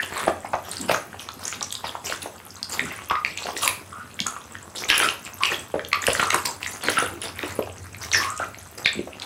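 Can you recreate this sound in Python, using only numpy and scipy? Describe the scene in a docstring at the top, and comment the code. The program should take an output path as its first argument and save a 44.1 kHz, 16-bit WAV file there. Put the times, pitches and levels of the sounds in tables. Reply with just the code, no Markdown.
"""A dog chews raw meat and bone: mouth air pockets pop, bone cracks and saliva ticks, each a decaying ring
with a snap of noise. Between these come sucking, crackling crushes, squelch and fizz, in which
random slips and bubbles excite resonances of mouth, flesh and froth. A small, hard-walled room adds
decaying echoes; behind lie a faint hiss, a low rumble and gurgles. A single microphone feeds both channels."""
import sys
import numpy as np
from scipy import signal
from scipy.fft import rfft, irfft
from scipy.io import wavfile
from scipy.ndimage import uniform_filter1d

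SR = 44100
rng = np.random.default_rng(int(sys.argv[2]) if len(sys.argv) > 2 else 0)


def store_wav(level_fs):
    """Save 16-bit WAV to argv[1]."""
    pcm = np.round(np.clip(np.atleast_2d(level_fs), -1, 1) * 32767)
    wavfile.write(sys.argv[1], SR, pcm.T.astype(np.int16))


N = 407925  # samples

# Air pockets bursting in the mouth: t/s of the peak, ring peak level/dB, cavity f/Hz
POPS = [(0.273, -17.5, 780), (0.2805, -4.5, 713), (0.4485, -19.5, 780), (0.535, -13, 950),
        (0.5415, -10.5, 725), (0.8973, -11.5, 604), (0.9147, -11, 630), (0.9469, -11.5, 1350),
        (1.145, -26.5, 790), (1.2899, -23.5, 1180), (1.5277, -22, 1370), (1.6155, -21, 925),
        (1.844, -17, 906), (1.9537, -21, 900), (2.1007, -19, 527), (2.261, -18, 600), (3.1106, -8.5, 1116),
        (3.458, -23, 573), (3.49, -18.5, 900), (4.21, -24, 210), (4.2661, -18.5, 1300), (4.366, -24, 1170),
        (5.7428, -14, 563), (5.757, -13, 453), (6.0844, -8.5, 567), (6.1977, -6.5, 1450),
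        (6.2298, -11, 1270), (6.3451, -6, 1130), (6.8868, -14, 454), (6.9849, -10.5, 1490),
        (7.0262, -15, 490), (7.4374, -17.5, 407), (7.5918, -10.5, 410), (7.674, -23, 650),
        (8.402, -18.5, 655), (8.9934, -18.5, 296), (9.0752, -24, 614)]
# Bone and gristle breaking: t/s of the peak, ring peak level/dB, ring f/Hz
CRACKS = [(0.7697, -19.5, 4820), (0.8961, -12, 1370), (0.914, -12, 2460), (1.131, -29, 1560),
          (1.196, -25, 3230), (1.289, -21.5, 3580), (1.319, -33, 5340), (1.5272, -23.5, 2370),
          (1.61, -19.5, 4040), (1.7066, -24, 3670), (1.725, -16.5, 3580), (1.753, -16, 3930),
          (2.1247, -14.5, 1560), (2.6298, -15, 4850), (2.7949, -8, 2000), (3.0995, -17, 2880),
          (3.1551, -18, 2080), (3.249, -8, 2400), (3.3754, -20, 2670), (3.386, -25, 2440),
          (3.469, -18.5, 1570), (3.5669, -18.5, 1970), (3.6779, -6.5, 2510), (4.2036, -9, 3650),
          (4.417, -35, 3700), (4.5537, -24.5, 1670), (4.8389, -18.5, 2380), (4.9018, -1, 2920),
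          (4.9655, -14, 1700), (5.0015, -8.5, 1660), (5.08, -23, 2820), (5.0887, -8, 2820),
          (5.4356, -4.5, 2570), (5.4552, -9, 3050), (5.5305, -19, 2700), (5.7949, -18.5, 1740),
          (5.8494, -19.5, 3420), (5.918, -25, 2300), (5.9311, -2.5, 2300), (6.0276, -20, 1980),
          (6.041, -14.5, 1910), (6.0682, -9, 2760), (6.0776, -7.5, 1680), (6.1034, -14, 2740),
          (6.1516, -13, 1640), (6.3058, -6, 2120), (6.4559, -15.5, 2370), (6.6306, -18.5, 2660),
          (6.6634, -16.5, 2070), (6.8857, -5.5, 1680), (6.9709, -8.5, 1520), (7.2249, -28, 2040),
          (7.3918, -18, 2000), (7.4307, -12.5, 1980), (7.626, -25.5, 2660), (7.947, -25.5, 2250),
          (8.038, -21.5, 2050), (8.1168, -17.5, 4100), (8.1356, -10.5, 2180), (8.147, -5, 1880),
          (8.393, -30, 2960), (8.546, -28, 2270), (8.8598, -2.5, 2340), (9.1995, -22.5, 4250),
          (9.2213, -21, 3620)]
# Strands of saliva snapping: t/s of the peak, ring peak level/dB, centre f/Hz
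TICKS = [(0.46, -29, 2150), (0.7147, -21.5, 8460), (0.8136, -22, 7780), (1.454, -21.5, 6260),
         (1.4802, -19, 6900), (1.628, -16.5, 5750), (1.726, -18.5, 7910), (2.2297, -24.5, 10650),
         (3.3752, -21.5, 6770), (3.6783, -10, 10880), (4.192, -18.5, 2200), (4.2677, -13.5, 6860),
         (4.9797, -9.5, 10530), (5.887, -27, 11800), (6.0683, -12, 9000), (6.1328, -16.5, 7700),
         (6.272, -25, 8200), (6.3037, -14.5, 6500), (6.345, -11.5, 8510), (6.431, -34, 7200),
         (6.4574, -20, 7270), (6.8378, -22.5, 9430), (6.9002, -18, 9680), (8.365, -30, 7260),
         (8.3769, -23.5, 7100)]
# Drawn-out sucking through a narrow pocket: start t/s, length t/s, level/dB before fading, first f/Hz, last f/Hz
SUCKS = [(0.0, 0.01, -19.5, 1870, 1620), (0.056, 0.061, -41, 1880, 1690), (0.788, 0.12, -36, 252, 170),
         (2.808, 0.081, -34, 240, 163), (3.091, 0.11, -25.5, 1040, 1260), (3.615, 0.092, -28.5, 1110, 1040),
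         (3.915, 0.13, -37, 1310, 1370), (4.262, 0.1, -37, 1320, 1340), (4.89, 0.097, -26.5, 1680, 1630),
         (4.893, 0.086, -24, 3030, 2900), (5.009, 0.065, -21, 1350, 1310), (5.406, 0.039, -24, 1040, 1050),
         (5.44, 0.081, -25, 2670, 2470), (5.924, 0.04, -21.5, 1230, 1200), (6.18, 0.24, -29, 1350, 1160),
         (6.451, 0.058, -30, 1000, 1010), (6.845, 0.07, -33, 280, 292), (6.962, 0.1, -23, 1390, 1350),
         (7.113, 0.087, -40, 330, 260), (8.128, 0.09, -23.5, 1940, 1640), (8.125, 0.06, -20, 6100, 4800),
         (8.19, 0.17, -28, 1060, 1270), (8.393, 0.057, -26, 1430, 1360), (8.843, 0.055, -22, 3780, 3640),
         (8.854, 0.048, -30, 2040, 1850), (8.948, 0.066, -31.5, 220, 190)]
# Teeth grinding through tissue: start t/s, length t/s, level/dB before shaping, centre f/Hz
CRUSHES = [(0, 0.046, -31, 1940), (0.105, 0.15, -31, 940), (0.164, 0.048, -34.5, 3040),
           (0.62, 0.24, -41.5, 5800), (0.882, 0.049, -25.5, 3600), (1.183, 0.076, -42.5, 4650),
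           (1.388, 0.19, -40, 5940), (1.838, 0.055, -37, 3820), (2.038, 0.11, -32, 5360),
           (2.215, 0.02, -34, 4800), (2.689, 0.07, -33, 7300), (2.698, 0.33, -40, 1870),
           (3.252, 0.069, -39.5, 3260), (3.362, 0.16, -38.5, 4240), (3.55, 0.078, -34, 6900),
           (3.611, 0.06, -23.5, 7800), (4.748, 0.079, -33.5, 5370), (4.884, 0.031, -22.5, 3430),
           (4.905, 0.091, -26, 2270), (4.983, 0.088, -23.5, 3800), (5.495, 0.04, -32, 480),
           (5.238, 0.043, -39.5, 5420), (5.4, 0.18, -33.5, 2830), (6.007, 0.076, -36.5, 10200),
           (6.062, 0.22, -31.5, 4900), (6.325, 0.016, -22.5, 1980), (6.45, 0.015, -23.5, 6850),
           (6.599, 0.17, -38.5, 6760), (6.808, 0.26, -31.5, 2850), (7.213, 0.052, -32, 3450),
           (7.351, 0.21, -37, 1980), (8.001, 0.076, -36.5, 7300), (8.109, 0.16, -30.5, 3870),
           (8.396, 0.051, -40, 1800), (8.776, 0.012, -31.5, 3600), (9.215, 0.021, -36.5, 3400)]
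# Bubble loudness by pitch: f/Hz, relative level/dB
FIZZ_SPECTRUM = [(2500, 8), (4000, 0), (7000, 12), (11000, 11), (15000, 2)]
# Reverberation time of the room: f/Hz, t60 t/s
ROOM_T60 = [(400, 0.37), (6000, 0.31)]
# Low rumble over time: t/s, level/dB
RUMBLE = [(0.0, -51), (4.53, -52), (6.36, -49), (8.22, -43.5), (9.25, -55)]
# Spectrum of the steady hiss: f/Hz, relative level/dB
HISS_SPECTRUM = [(40, -6), (300, 0), (2000, -6), (15500, -12)]

RING_SAMPLES = 1200  # length of one short ring
SNAP_NARROWING = .3  # dB of snap width lost per dB of weakness: small snaps keep their colour
MIN_SUCK_WIDTH_HZ = 160  # low pockets are flabby: no sucking ring is narrower than this
REDRAW_SAMPLES = 1200  # each random pitch in a crush is held this long before the next is drawn
WANDER = .025  # rms share by which wet pockets waver in pitch
PATCHY_DB = 3.5  # rms depth of the colour patches
REST_DB, LINGER_S = -47.5, 0.018  # grinding effort with the teeth apart; how long the saliva stays stirred
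SQUELCH_REST_DB, SQUELCH_FOLLOWS = -49, 0.83  # level at rest; dB per dB of effort
MOUTH_REST_HZ, MOUTH_HZ_PER_DB = 910, 11  # the mouth rings higher as the jaw works harder
FIZZ_REST_DB, FIZZ_FOLLOWS = -47.5, .5  # level at rest; dB per dB of effort
BUBBLES_PER_S, BUBBLES_PER_S_PER_DB = 10.5, 1  # at each pitch: rate at rest; gain with effort
WALL_S = .0125  # delay of the first wall echo
WET_DB, NEAR_DB = -5, -5  # echoes against the direct sound; near taps against late wall taps
HISS_DB, GURGLE_DB = -58, -53.5
BAND_EDGE_HZ = 15800


def gain_of(db):
    """Logarithmic level: converts decibels to an amplitude factor."""
    return 10 ** (np.asarray(db) / 20)


def evened(x):
    """Normalization: scales a signal to rms 1."""
    return x / np.sqrt(np.mean(x ** 2) + 1e-20)


def read(points, hz):
    """Interpolation: reads a spectrum table on a logarithmic frequency axis."""
    f, value = np.transpose(points)
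    return np.interp(np.log(hz + 1), np.log(f + 1), value)


def resonate(x, hz, width):
    """Resonance by heterodyning: shift hz to zero, smooth, shift back; the gain at hz is 1."""
    turn = np.exp(2j * np.pi * np.cumsum(hz * np.ones(len(x))) / SR)
    r = np.exp(-np.pi * width / SR)
    smooth = signal.lfilter([1 - r], [1, -r], x / turn + 1e-18)
    return 2 * (turn * smooth).real


def sparse(per_s, spread_db):
    """Random impulse process: clicks at chance moments, most small and a few large."""
    size = gain_of(spread_db * np.minimum(rng.exponential(1, N), 4))
    sign = rng.choice([-1., 1.], N)
    return size * sign * (rng.random(N) < per_s / SR)


def grain(hz, cycles, glide, rise_s):
    """Damped oscillation: swells for rise_s, glides in pitch and falls by 1/e per given cycles; peak 1."""
    t = np.arange(RING_SAMPLES) / SR
    swell = np.sin(np.pi / 2 * np.minimum(t / rise_s, 1)) ** 2
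    cycles_after = np.maximum(t - rise_s, 0) * hz
    wave = np.sin(2 * np.pi * hz * t * (1 + glide * hz * t))
    shape = swell * np.exp(-cycles_after / cycles) * wave
    return shape / abs(shape).max()


def bursts(rows, cycles, glide, rise_s, upper, snap_db, snap_s, snap_width):
    """Impulsive excitation: each event is a ring, a share of its upper mode and a broader noise snap."""
    out = np.zeros(N + RING_SAMPLES)
    t = np.arange(RING_SAMPLES) / SR
    noises = rng.standard_normal((len(rows), RING_SAMPLES))
    for (s, db, hz), noise in zip(rows, noises):
        ring = grain(hz, cycles, glide, rise_s)
        ring = ring + upper * grain(1.897 * hz, 2 * cycles, glide / 2, rise_s)
        width = snap_width * hz * gain_of(db * SNAP_NARROWING)
        snap = evened(resonate(resonate(noise, hz, width), hz, width))
        snap_envelope = np.exp(-abs(t - rise_s) / snap_s) * np.minimum(t / rise_s, 1)
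        snap *= gain_of(snap_db) * snap_envelope
        start = round((s - rise_s) * SR)  # so that the swell ends at s
        out[start:][:RING_SAMPLES] += gain_of(db) * (ring + snap)
    return out[:N]


def pops():
    """Cavity resonance: a bursting air pocket gives a heavily damped ring of falling pitch."""
    return bursts(POPS, cycles=0.75, glide=-0.0024, rise_s=0.002973, upper=0,
                  snap_db=-9.0, snap_s=0.0066, snap_width=1.98)


def cracks():
    """Brittle fracture: breaking bone rings in two modes with a short snap."""
    return bursts(CRACKS, cycles=1.9, glide=-.004, rise_s=.0011, upper=.35,
                  snap_db=-7, snap_s=.0015, snap_width=1.1)


def ticks():
    """Release of tension: a snapping saliva strand gives a brief, slightly rising ring and strong snap."""
    return bursts(TICKS, cycles=6, glide=.0004, rise_s=.0016, upper=0,
                  snap_db=-3, snap_s=.0025, snap_width=.9)


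def wavering():
    """Modulation of resonance: a pitch factor drifts about 1 within some 15 ms, as wet walls shift."""
    drift = uniform_filter1d(uniform_filter1d(rng.standard_normal(N), size=600), size=600)
    return np.exp(WANDER * evened(drift))


def sucks():
    """Stick-slip excitation: uneven slips ring a narrow, gliding pocket, fading as the seal loosens."""
    out = np.zeros(N)
    slips = evened(sparse(per_s=1200, spread_db=3.5))
    waver = wavering()
    for s, length, db, first_hz, last_hz in SUCKS:
        at = slice(round(s * SR), round((s + length) * SR))
        hz = np.linspace(first_hz, last_hz, len(out[at])) * waver[at]
        ring = resonate(slips[at], hz, max(.1 * hz[0], MIN_SUCK_WIDTH_HZ))
        ring = evened(resonate(ring, hz, max(.22 * hz[0], MIN_SUCK_WIDTH_HZ)))
        fade = signal.windows.tukey(len(hz), .25) * np.linspace(1, .5, len(hz))
        out[at] += gain_of(db) * ring * fade
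    return out


def crushes():
    """Clustered fracture: fibres tear in a broad crackle, with three narrow layers at random held pitches."""
    clumps = uniform_filter1d(rng.standard_normal((4, N)), size=400, axis=1)
    clumps = gain_of(4 * evened(clumps))
    tears = clumps[0] * (evened(sparse(per_s=600, spread_db=3.5)) + .7 * rng.standard_normal(N))
    layers = [clump * (evened(sparse(per_s=150, spread_db=3.0)) + .5 * rng.standard_normal(N))
              for clump in clumps[1:]]
    octaves = rng.uniform(-1, .6, (N // REDRAW_SAMPLES + 1, 3))  # layer pitch against the centre
    octaves = np.repeat(octaves, REDRAW_SAMPLES, axis=0)[:N].T
    pitches = wavering() ** 2 * 2 ** octaves
    out = np.zeros(N)
    for s, length, db, hz in CRUSHES:
        at = slice(round(s * SR), round((s + length) * SR))
        hump = evened(resonate(resonate(tears[at], hz, 3 * hz), hz, 2.5 * hz))
        narrow = sum(resonate(resonate(clicks[at], hz * pitch[at], .14 * hz), hz * pitch[at], .3 * hz)
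                     for clicks, pitch in zip(layers, pitches))
        crackle = evened(hump + 1.5 * evened(narrow))
        out[at] += gain_of(db) * crackle * signal.windows.tukey(len(hump), .4)
    return signal.sosfilt(signal.butter(2, 350, "high", fs=SR, output="sos"), out)


def effort():
    """Addition of power with relaxation: grinding effort in dB above rest, lingering after each crush."""
    power = np.zeros(N)
    for s, length, db, _ in CRUSHES:
        power[round(s * SR):round((s + length) * SR)] += gain_of(2 * (db - REST_DB))
    r = np.exp(-1 / (LINGER_S * SR))
    return 10 * np.log10(1 + signal.lfilter([1 - r], [1, -r], power))


def squelch(grind_db):
    """Coupled resonance: wet slips ring the mouth, its pitch following the effort; others ring the flesh."""
    mouth_hz = MOUTH_REST_HZ + MOUTH_HZ_PER_DB * grind_db
    slips = [evened(sparse(per_s=200, spread_db=3.5)) + .6 * rng.standard_normal(N) for _ in range(2)]
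    cavity = evened(resonate(resonate(slips[0], mouth_hz, 1160), mouth_hz, 4200))
    flesh = evened(resonate(resonate(slips[1], 377, 217), 830, 1630))
    return gain_of(SQUELCH_REST_DB + SQUELCH_FOLLOWS * grind_db) * evened(cavity + 0.44 * flesh)


def fizz(grind_db):
    """Bubble resonance: many sizes burst in saliva over finer froth; grinding makes them many and loud."""
    per_s = BUBBLES_PER_S + BUBBLES_PER_S_PER_DB * grind_db
    total = np.zeros(N)
    for hz in np.geomspace(2600, 14500, num=9):
        froth = 0.5 * rng.standard_normal(N)
        clicks = evened(sparse(per_s, spread_db=4.2)) + froth
        bubbles = signal.oaconvolve(clicks, grain(hz, cycles=2.5, glide=0.003, rise_s=0.0006))[:N]
        total += gain_of(read(FIZZ_SPECTRUM, hz)) * evened(bubbles)
    return gain_of(FIZZ_REST_DB + FIZZ_FOLLOWS * grind_db) * evened(total)


def patchy(x):
    """Time-varying filtering: shifting wet flesh colours sound in patches about 1 kHz wide, 30 ms long."""
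    z = signal.stft(x, nperseg=256, noverlap=192)[2]
    patches = uniform_filter1d(rng.standard_normal(z.shape), size=6, axis=0)
    patches = evened(uniform_filter1d(patches, size=20, axis=1))
    gain = gain_of(PATCHY_DB * (patches - 1 / 2))
    return signal.istft(z * gain, nperseg=256, noverlap=192)[1][:N]


def room(x):
    """Reverberation: weak near echoes, then walls, each band with its own decay; three tails take turns."""
    wet = np.zeros(N)
    phase = np.arange(N) / SR * 2.3
    for k in range(3):
        taps = np.zeros(SR // 2)
        at = np.arange(120, SR // 2 - 40, 40)
        walls = 1 + 1.2 * np.exp(-(at / SR - WALL_S) / .004)  # strongest at the first wall
        size = np.where(at < WALL_S * SR, gain_of(NEAR_DB), walls)
        taps[at + rng.integers(0, 40, len(at))] = size * rng.choice([-1., 1.], len(at))
        hz, t, z = signal.stft(taps, SR, nperseg=128)
        decay = gain_of(-60 * t / read(ROOM_T60, hz)[:, None])
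        tail = signal.istft(z * decay, SR, nperseg=128)[1]
        share = np.sqrt(2 / 3) * np.cos(np.pi * (phase + k / 3))  # squares of the three sum to 1
        wet += signal.oaconvolve(x * share, tail / np.linalg.norm(tail))[:N]
    return wet


def background():
    """Filtered noise: steady hiss, a wavering low rumble and lumpy gurgles from the throat."""
    hz = np.fft.rfftfreq(N, 1 / SR)
    hiss = irfft(rfft(rng.standard_normal(N)) * gain_of(read(HISS_SPECTRUM, hz)), N)
    rumble = resonate(resonate(rng.standard_normal(N), 92.0, 18.6), 78, 75)
    rumble_s, rumble_level = np.transpose(RUMBLE)
    rumble_db = np.interp(np.arange(N) / SR, rumble_s, rumble_level)
    gurgle = resonate(resonate(sparse(per_s=170, spread_db=4.0), 221, 79), 132, 180)
    steady = gain_of(HISS_DB) * evened(hiss) + gain_of(rumble_db) * evened(rumble)
    return steady + gain_of(GURGLE_DB) * evened(gurgle)


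def scene():
    """Superposition: the mouth, its echo in the room and the background, alike in both channels."""
    grind_db = effort()
    wet_tissue = crushes() + squelch(grind_db) + fizz(grind_db)
    mouth = pops() + cracks() + ticks() + sucks() + patchy(wet_tissue)
    mono = mouth + gain_of(WET_DB) * room(mouth) + background()
    return np.array([mono, mono])


def record(dry):
    """Transduction: the microphone thins bass and dulls treble; peaks saturate softly, then a band limit."""
    thin = signal.sosfilt(signal.butter(3, 58, "high", fs=SR, output="sos"), dry)
    dull = signal.sosfilt(signal.butter(1, 13000, fs=SR, output="sos"), thin)
    soft = 0.91 * np.tanh(dull / 0.89)
    band_limit = signal.firwin(511, BAND_EDGE_HZ, window=("kaiser", 9), fs=SR)
    return signal.oaconvolve(soft, band_limit[None], "same")


dry = scene()
out = record(dry)
store_wav(out)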